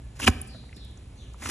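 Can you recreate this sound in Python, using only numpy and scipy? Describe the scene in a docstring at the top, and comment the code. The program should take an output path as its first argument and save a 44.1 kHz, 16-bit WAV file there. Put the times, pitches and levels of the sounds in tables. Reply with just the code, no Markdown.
"""A broad steel blade pares a hard hoof on a wooden stool in a farm shed; a second cut begins late.
The horn rasps as shaped noise from dense tiny fractures, and squeaks as short bouts of narrow noise.
As the slice cracks off and the blade lands, clicks ring decaying sines of blade and stool.
Chips, glove and blade tick as brief resonant grit; a low rumble, hums and hiss lie beneath.
Far birds chirp as sliding sines heard only through their echo, and the shed answers the work."""
import sys
import numpy as np
from scipy import signal
from scipy.fft import rfft, irfft
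from scipy.io import wavfile

SR = 44100
rng = np.random.default_rng(int(sys.argv[2]) if len(sys.argv) > 2 else 0)


def to_wav(s):
    """Save 16-bit WAV."""
    ch = np.atleast_2d(s).T  # columns
    pcm = np.round(np.clip(ch, -1, 1) * 32767)  # PCM
    wavfile.write(sys.argv[1], SR, pcm.astype(np.int16))


N = 66150
T = np.arange(N) / SR  # time [s]

# steady low bed, rescaled to RUMBLE_DB: (frequency [Hz], relative density [dB per Hz])
RUMBLE_SPECTRUM = [(20, -50), (32, -1.5), (48, 0), (62, -1), (85, -7), (125, -4), (165, -16.5),
                   (235, -17.5), (330, -24.5), (600, -36), (1200, -79)]
# faint airy bed, rescaled to HISS_DB: (frequency [Hz], relative density [dB per Hz])
HISS_SPECTRUM = [(200, 11.5), (600, 7), (1200, -0.5), (1800, -2.5), (2400, 1), (4000, -5.5), (6000, -9),
                 (8000, -2.5), (9700, 1.5), (11000, -13), (11800, -44), (15000, -61)]
# wavering steady tones: (frequency [Hz], rms level [dB])
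HUMS = [(61, -48.5), (1725, -76.5)]
RUMBLE_DB, HISS_DB = -43.5, -57  # rms levels
HUM_WIDTH_HZ = 9  # a wider band wavers faster

# push on the blade, one list per cut: (time [s], level [dB])
CUT_PUSHES = [
    [(0.150, -71), (0.171, -62), (0.186, -66), (0.199, -45), (0.212, -46), (0.230, -43), (0.245, -38),
     (0.259, -48.5), (0.272, -32.5), (0.282, -27.5), (0.290, -44), (0.304, -50)],
    [(1.380, -69), (1.415, -57.5), (1.424, -51.5), (1.445, -48.5), (1.468, -42), (1.487, -46.5),
     (1.500, -38)],
]
# colour of the tearing horn: (frequency [Hz], relative density [dB per Hz])
RASP_SPECTRUM = [(150, -13), (350, 2.5), (650, -3), (1250, 1.5), (2000, 0.5), (2700, -0.5), (3900, -3.5),
                 (5000, -1.5), (7500, 0), (9800, 1.5), (11500, -10.5), (13000, -21), (15500, -39)]
# the push shakes leg and stool: (frequency [Hz], width [Hz], level over the push [dB])
SHUDDER_BANDS = [(84, 33, 3.5), (130, 42, -8), (262.6, 95, 1)]
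RASP_DB = 9  # tearing, over the push
FRACTURES_PER_S, FRACTURE_SPREAD_DB = 5400, 2.5
CLUMP_DB, CLUMPS_HZ = 1.43, 196  # rms swing and centre rate of the bunching

# small contacts of chips, glove and blade:
# (time [s], nominal peak level [dB], frequency [Hz], width [Hz], time to fall 60 dB [s])
TICKS = [(0.200, -24.5, 1170, 594, 0.017), (0.4149, -19, 9220, 1930, 0.019),
         (0.473, -39.5, 8800, 1750, 0.087), (0.546, -41, 602, 90, 0.084), (0.547, -44, 1320, 400, .04),
         (0.551, -38.5, 149, 127, 0.33), (0.638, -44.5, 900, 950, .03), (0.693, -43, 2140, 484, 0.02),
         (0.7282, -34, 2150, 580, 0.018), (0.763, -44.5, 8000, 3060, .06), (0.768, -37.5, 230, 130, 0.095),
         (0.766, -42.5, 4130, 1190, 0.056), (0.779, -46, 2180, 805, 0.029), (0.849, -37, 8880, 2500, 0.011),
         (0.912, -44.5, 9000, 2400, 0.013), (0.974, -43.5, 6480, 1480, 0.024),
         (0.992, -55, 7000, 5000, .015), (1.336, -42.5, 7460, 3000, 0.018), (1.344, -36, 1070, 350, 0.017),
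         (1.421, -33, 1110, 1580, 0.075), (1.4285, -29, 1850, 1200, 0.017), (1.458, -23.5, 2080, 930, .016),
         (1.459, -18.5, 1290, 600, 0.012)]
TICK_ATTACK_S = 0.0004

# the edge sticks and squeaks: (middle [s], length [s], level at the middle [dB], frequency [Hz])
SQUEAKS = [(0.2204, 0.0039, -31, 2610), (0.231, 0.0085, -31, 2680), (0.245, 0.018, -33.5, 3050),
           (0.2741, 0.0074, -18.5, 2610)]
SQUEAK_WIDTH_HZ = 610

# the slice cracks off: (time [s], level before scatter [dB])
CRACKS = [(0.2752, -11), (0.2765, -6.5), (0.2823, -14.5), (0.2860, -21)]
# ringing modes of blade and hoof: (frequency [Hz], level [dB], time to fall 60 dB [s])
BLADE_MODES = [(520, -23, 0.0192), (780, -14.5, 0.019), (1000, -12, 0.013), (1102, -13, 0.029),
               (1376, -12.5, .022), (1534, -8.5, 0.017), (1700, -20, 0.012), (2027, -25.5, 0.034),
               (2335, -17.5, 0.023), (2500, -12, 0.027), (2880, -15.5, 0.0224), (3470, -20.5, 0.021),
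               (4050, -20, 0.0092), (5105, -18, 0.011)]
# ringing modes of the stool: (frequency [Hz], level [dB], time to fall 60 dB [s])
STOOL_MODES = [(89.6, -7.5, 0.054), (220, -19, 0.095), (248.3, -10, 0.061), (366, -17.5, 0.037)]
CRACK_SCATTER_DB = 4.5
KNOCK_S, KNOCK_DB = 0.2742, -1
BENDING_LAG_S = 0.0046  # travel time at 1 kHz; lower frequencies take longer
HORN_DB, HORN_HZ, HORN_WIDTH_HZ = 22.5, 1083, 1440  # dull clack, gain over the landing blow

# far birds, each chirp sliding down:
# (time [s], length [s], start pitch [Hz], end pitch [Hz], level ahead of the echo [dB])
CHIRPS = [(0.463, 0.066, 5400, 3846, -59.5), (0.51, 0.075, 4140, 3810, -59.5),
          (0.731, 0.035, 5390, 5090, -61.5), (0.757, 0.09, 4510, 3210, -58.5),
          (1.151, 0.052, 6290, 6130, -66.5), (1.165, 0.08, 4475, 2658, -61.5)]
CHIRP_WAVER, WAVER_HZ = 0.053, 201  # rms share of the pitch, centre rate
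BIRD_T60_S = 0.63

# decay of the shed's echo: (frequency [Hz], time to fall 60 dB [s])
SHED_DECAY = [(100, 0.78), (300, 0.81), (1000, 0.62), (3000, 0.75), (7000, 1), (11000, 0.87), (14000, .2)]
# strength of the shed's echo: (frequency [Hz], level [dB])
ECHO_STRENGTH = [(80, -12), (250, -14.5), (600, -16.5), (1200, -22), (1900, -17), (2450, -20), (3100, -20),
                 (4500, -20), (7000, -22), (10000, -18.5), (14000, -19)]
ECHO_BUILD_S = 0.0065
GROUND_ECHO_S, GROUND_ECHO_DB = 0.0031, -6.5

# stereo spread of scattered sound: (frequency [Hz], gain of side signal [dB])
DIFFUSE_SIDE = [(60, -41), (300, -9.5), (700, -3.5), (1300, -6), (1800, -15.5), (2500, -8), (4000, -2.5),
                (5000, -5), (5800, -20), (7000, -5), (8500, -31), (14000, -28)]
# phase between the microphone ports: (frequency [Hz], lead of left over right [rad])
PORT_PHASE = [(20, 0), (1700, 0), (2700, 1.2), (3900, .9), (4700, 3.1), (5400, 5.4), (5800, 6.2),
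              (6200, 6.35), (7000, 7.2), (8800, 9.3), (9400, 9.5), (10300, 10.7), (11000, 11.2),
              (11900, 12.57), (16000, 12.57)]
# balance of the microphone ports: (frequency [Hz], left minus right [dB])
PORT_BALANCE = [(40, 0.4), (250, -3), (1000, -2.2), (2200, 0), (3300, 0), (4650, -0.5), (5600, -.5),
                (10000, 0)]
LOW_CUT_HZ, CUTOFF_HZ = 45.5, 15000


def from_db(db):
    """Decibels to gain."""
    return 10 ** (np.asarray(db) / 20)


def rms_one(x):
    """Scale to unit rms."""
    return x / np.sqrt(np.mean(x ** 2) + 1e-20)


def at_hz(points, hz):
    """Read a table on a log-frequency axis."""
    f, value = np.transpose(points)
    return np.interp(np.log(np.maximum(hz, 1)), np.log(f), value)


def colour(x, spectrum):
    """Filter a steady sound with a spectrum and scale it to unit rms."""
    hz = np.arange(N // 2 + 1) * SR / N
    return rms_one(irfft(rfft(x) * from_db(at_hz(spectrum, hz)), N))


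def resonate(x, hz, width_hz):
    """Band-pass around one resonance."""
    low = (np.sqrt(width_hz ** 2 + (2 * hz) ** 2) - width_hz) / 2
    high = min(low + width_hz, SR / 2 - 10)
    return signal.sosfilt(signal.butter(2, [low, high], "band", fs=SR, output="sos"), x)


def ring(clicks, hz, t60):
    """A two-pole resonator: a unit click sets off a decaying sine of starting height 1."""
    radius = np.exp(-np.log(1000) / (t60 * SR))
    angle = 2 * np.pi * hz / SR
    poles = [1, -2 * radius * np.cos(angle), radius * radius]
    return signal.lfilter([0, np.sin(angle)], poles, clicks + 1e-18)


def clicks_at(times, gains):
    """Single-sample clicks."""
    return np.bincount((np.asarray(times) * SR).astype(int), gains, N)[:N]


def dying(t, t60):
    """Exponential decay from t = 0."""
    return np.exp(-np.log(1000) * np.maximum(t, 0) / t60)


def diffuse(mid, side):
    """Spread a sound over two ports by adding a filtered side signal to one and taking it from the other."""
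    hz = np.arange(N + 1) * SR / (2 * N)
    spread = irfft(rfft(side, 2 * N) * from_db(at_hz(DIFFUSE_SIDE, hz)))[:N]
    return mid + spread * np.array([[1], [-1]])


def background():
    """A low rumble, hums of narrow noise that waver in level, and a faint wide hiss."""
    low, mid, side = rng.standard_normal((3, N))
    hums = np.zeros(N)
    for hz, db in HUMS:
        # drop the first half, where the narrow filter builds up
        tone = resonate(rng.standard_normal(2 * N), hz, HUM_WIDTH_HZ)[N:]
        hums += from_db(db) * rms_one(tone)
    rumble = from_db(RUMBLE_DB) * colour(low, RUMBLE_SPECTRUM)
    hiss = from_db(HISS_DB) * diffuse(colour(mid, HISS_SPECTRUM), colour(side, HISS_SPECTRUM))
    return hums + rumble + hiss


def fractures():
    """Dense tiny breaks in the horn: randomly timed clicks of uneven size and either sign."""
    sizes = from_db(FRACTURE_SPREAD_DB * np.minimum(rng.exponential(1, N), 4))
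    signs = rng.choice([-1, 1], N)
    return sizes * signs * (rng.random(N) < FRACTURES_PER_S / SR)


def rasp():
    """The push on the blade tears the horn in bunches of fibres and shakes leg and stool."""
    push = np.zeros(N)
    for cut in CUT_PUSHES:
        push += from_db(np.interp(T, *np.transpose(cut), left=-np.inf, right=-np.inf))
    bunching = rms_one(resonate(rng.standard_normal(N), CLUMPS_HZ, 2 * CLUMPS_HZ))
    clumps = from_db(CLUMP_DB * bunching)
    tearing = from_db(RASP_DB) * colour(clumps * fractures(), RASP_SPECTRUM)
    shudder = np.zeros(N)
    for hz, width, db in SHUDDER_BANDS:
        shudder += from_db(db) * rms_one(resonate(fractures(), hz, width))
    return push * (tearing + shudder)


def ticks():
    """Each tick is a brief gritty contact in one resonance, with a fast attack and decay."""
    out = np.zeros(N)
    for s, db, hz, width, t60 in TICKS:
        shape = np.clip((T - s) / TICK_ATTACK_S, 0, 1) * dying(T - s, t60)
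        grit = signal.hilbert(resonate(rng.standard_normal(N), hz, width))
        flattened = grit.real / np.abs(grit)
        texture = rms_one(resonate(flattened, hz, 2 * width))
        out += from_db(db) / 2 * shape * texture  # halved: unit-rms noise peaks well above 1
    return out


def squeaks():
    """Short bouts of stick and slip: narrow noise, evened in strength but unsteady in pitch."""
    out = np.zeros(N)
    for s, length, db, hz in SQUEAKS:
        slip = signal.hilbert(resonate(rng.standard_normal(N), hz, SQUEAK_WIDTH_HZ))
        even = rms_one(slip.real / np.sqrt(np.abs(slip) ** 2 + np.var(slip) / 10))
        swell = np.exp(-2 * ((T - s) / length) ** 2)
        out += from_db(db) * swell * even
    return out


def bend(x):
    """Bending waves carry the highs first and the lows last, so a blow falls in pitch."""
    khz = np.arange(N + 1) * SR / (2 * N) / 1000
    phase_per_lag = 4000 * np.pi * np.sqrt(khz)  # delay falls with the root of frequency
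    return irfft(rfft(x, 2 * N) * np.exp(-1j * BENDING_LAG_S * phase_per_lag))[:N]


def knock():
    """Cracks ring the blade; its landing clacks on the horn and rings blade and stool together."""
    s, db = np.transpose(CRACKS)
    scatter = CRACK_SCATTER_DB * rng.standard_normal((len(s), len(BLADE_MODES)))
    landing = bend(clicks_at([KNOCK_S], [from_db(KNOCK_DB)]))
    blade = np.zeros(N)
    for k, (hz, mode_db, t60) in enumerate(BLADE_MODES):
        cracks = clicks_at(s, from_db(db + scatter[:, k]))
        # neighbouring modes start with opposite sign
        blade += (-1) ** k * from_db(mode_db) * ring(landing + cracks, hz, t60)
    stool = np.zeros(N)
    for hz, mode_db, t60 in STOOL_MODES:
        stool += from_db(mode_db) * ring(landing, hz, t60)
    clack = from_db(HORN_DB) * resonate(landing, HORN_HZ, HORN_WIDTH_HZ)
    return blade + stool + clack


def birds():
    """Wavering downward chirps, so far off that only their echo arrives."""
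    calls = np.zeros(N)
    for s, length, start_hz, end_hz, db in CHIRPS:
        along = np.clip((T - s) / length, 0, 1)
        waver = CHIRP_WAVER * rms_one(resonate(rng.standard_normal(N), WAVER_HZ, WAVER_HZ))
        hz = start_hz * (end_hz / start_hz) ** along * (1 + waver)
        swell = np.sqrt(np.abs(2 * np.sin(np.pi * along)))
        calls += from_db(db) * swell * np.sin(2 * np.pi * np.cumsum(hz) / SR)
    tails = rng.standard_normal((2, N)) * dying(T, BIRD_T60_S)
    echoes = [signal.fftconvolve(calls, 2 * tail / np.linalg.norm(tail))[:N] for tail in tails]
    return diffuse(*echoes)


def shed(x):
    """A diffuse echo of noise bands, each building up quickly and dying at its own rate."""
    edges = np.geomspace(45, 16000, 15)
    white = rng.standard_normal((2, 2, N))
    tail = np.zeros((2, N))
    for k, (low, high) in enumerate(zip(edges, edges[1:])):
        hz = np.sqrt(low * high)
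        shape = dying(T, at_hz(SHED_DECAY, hz)) * np.minimum(T / ECHO_BUILD_S, 1)
        band = resonate(white[k % 2], hz, high - low)  # neighbouring bands use separate noise
        tail += from_db(at_hz(ECHO_STRENGTH, hz)) * band * shape / np.linalg.norm(shape)
    return diffuse(*signal.fftconvolve(x[None], tail, axes=1)[:, :N])


def scene():
    """Close work on the hoof, a ground bounce that widens it, the shed's echo, birds and background."""
    work = rasp() + squeaks() + knock() + ticks()
    bounce = from_db(GROUND_ECHO_DB) * np.interp(T - GROUND_ECHO_S, T, work)
    return diffuse(work, bounce) + shed(work) + birds() + background()


def record(dry):
    """The two ports differ in phase and level; the lowest bass and the top are cut."""
    hz = np.arange(N + 1) * SR / (2 * N)
    sides = np.array([[.5], [-.5]])  # left and right each take half the difference
    ports = from_db(sides * at_hz(PORT_BALANCE, hz)) * np.exp(1j * sides * at_hz(PORT_PHASE, hz))
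    heard = irfft(rfft(dry, 2 * N) * ports)[:, :N]
    heard = signal.sosfilt(signal.butter(3, LOW_CUT_HZ, "high", fs=SR, output="sos"), heard)
    clipped = np.clip(heard, -1, 1)
    return signal.sosfilt(signal.cheby1(10, .5, CUTOFF_HZ, fs=SR, output="sos"), clipped)


dry = scene()
out = record(dry)
to_wav(out)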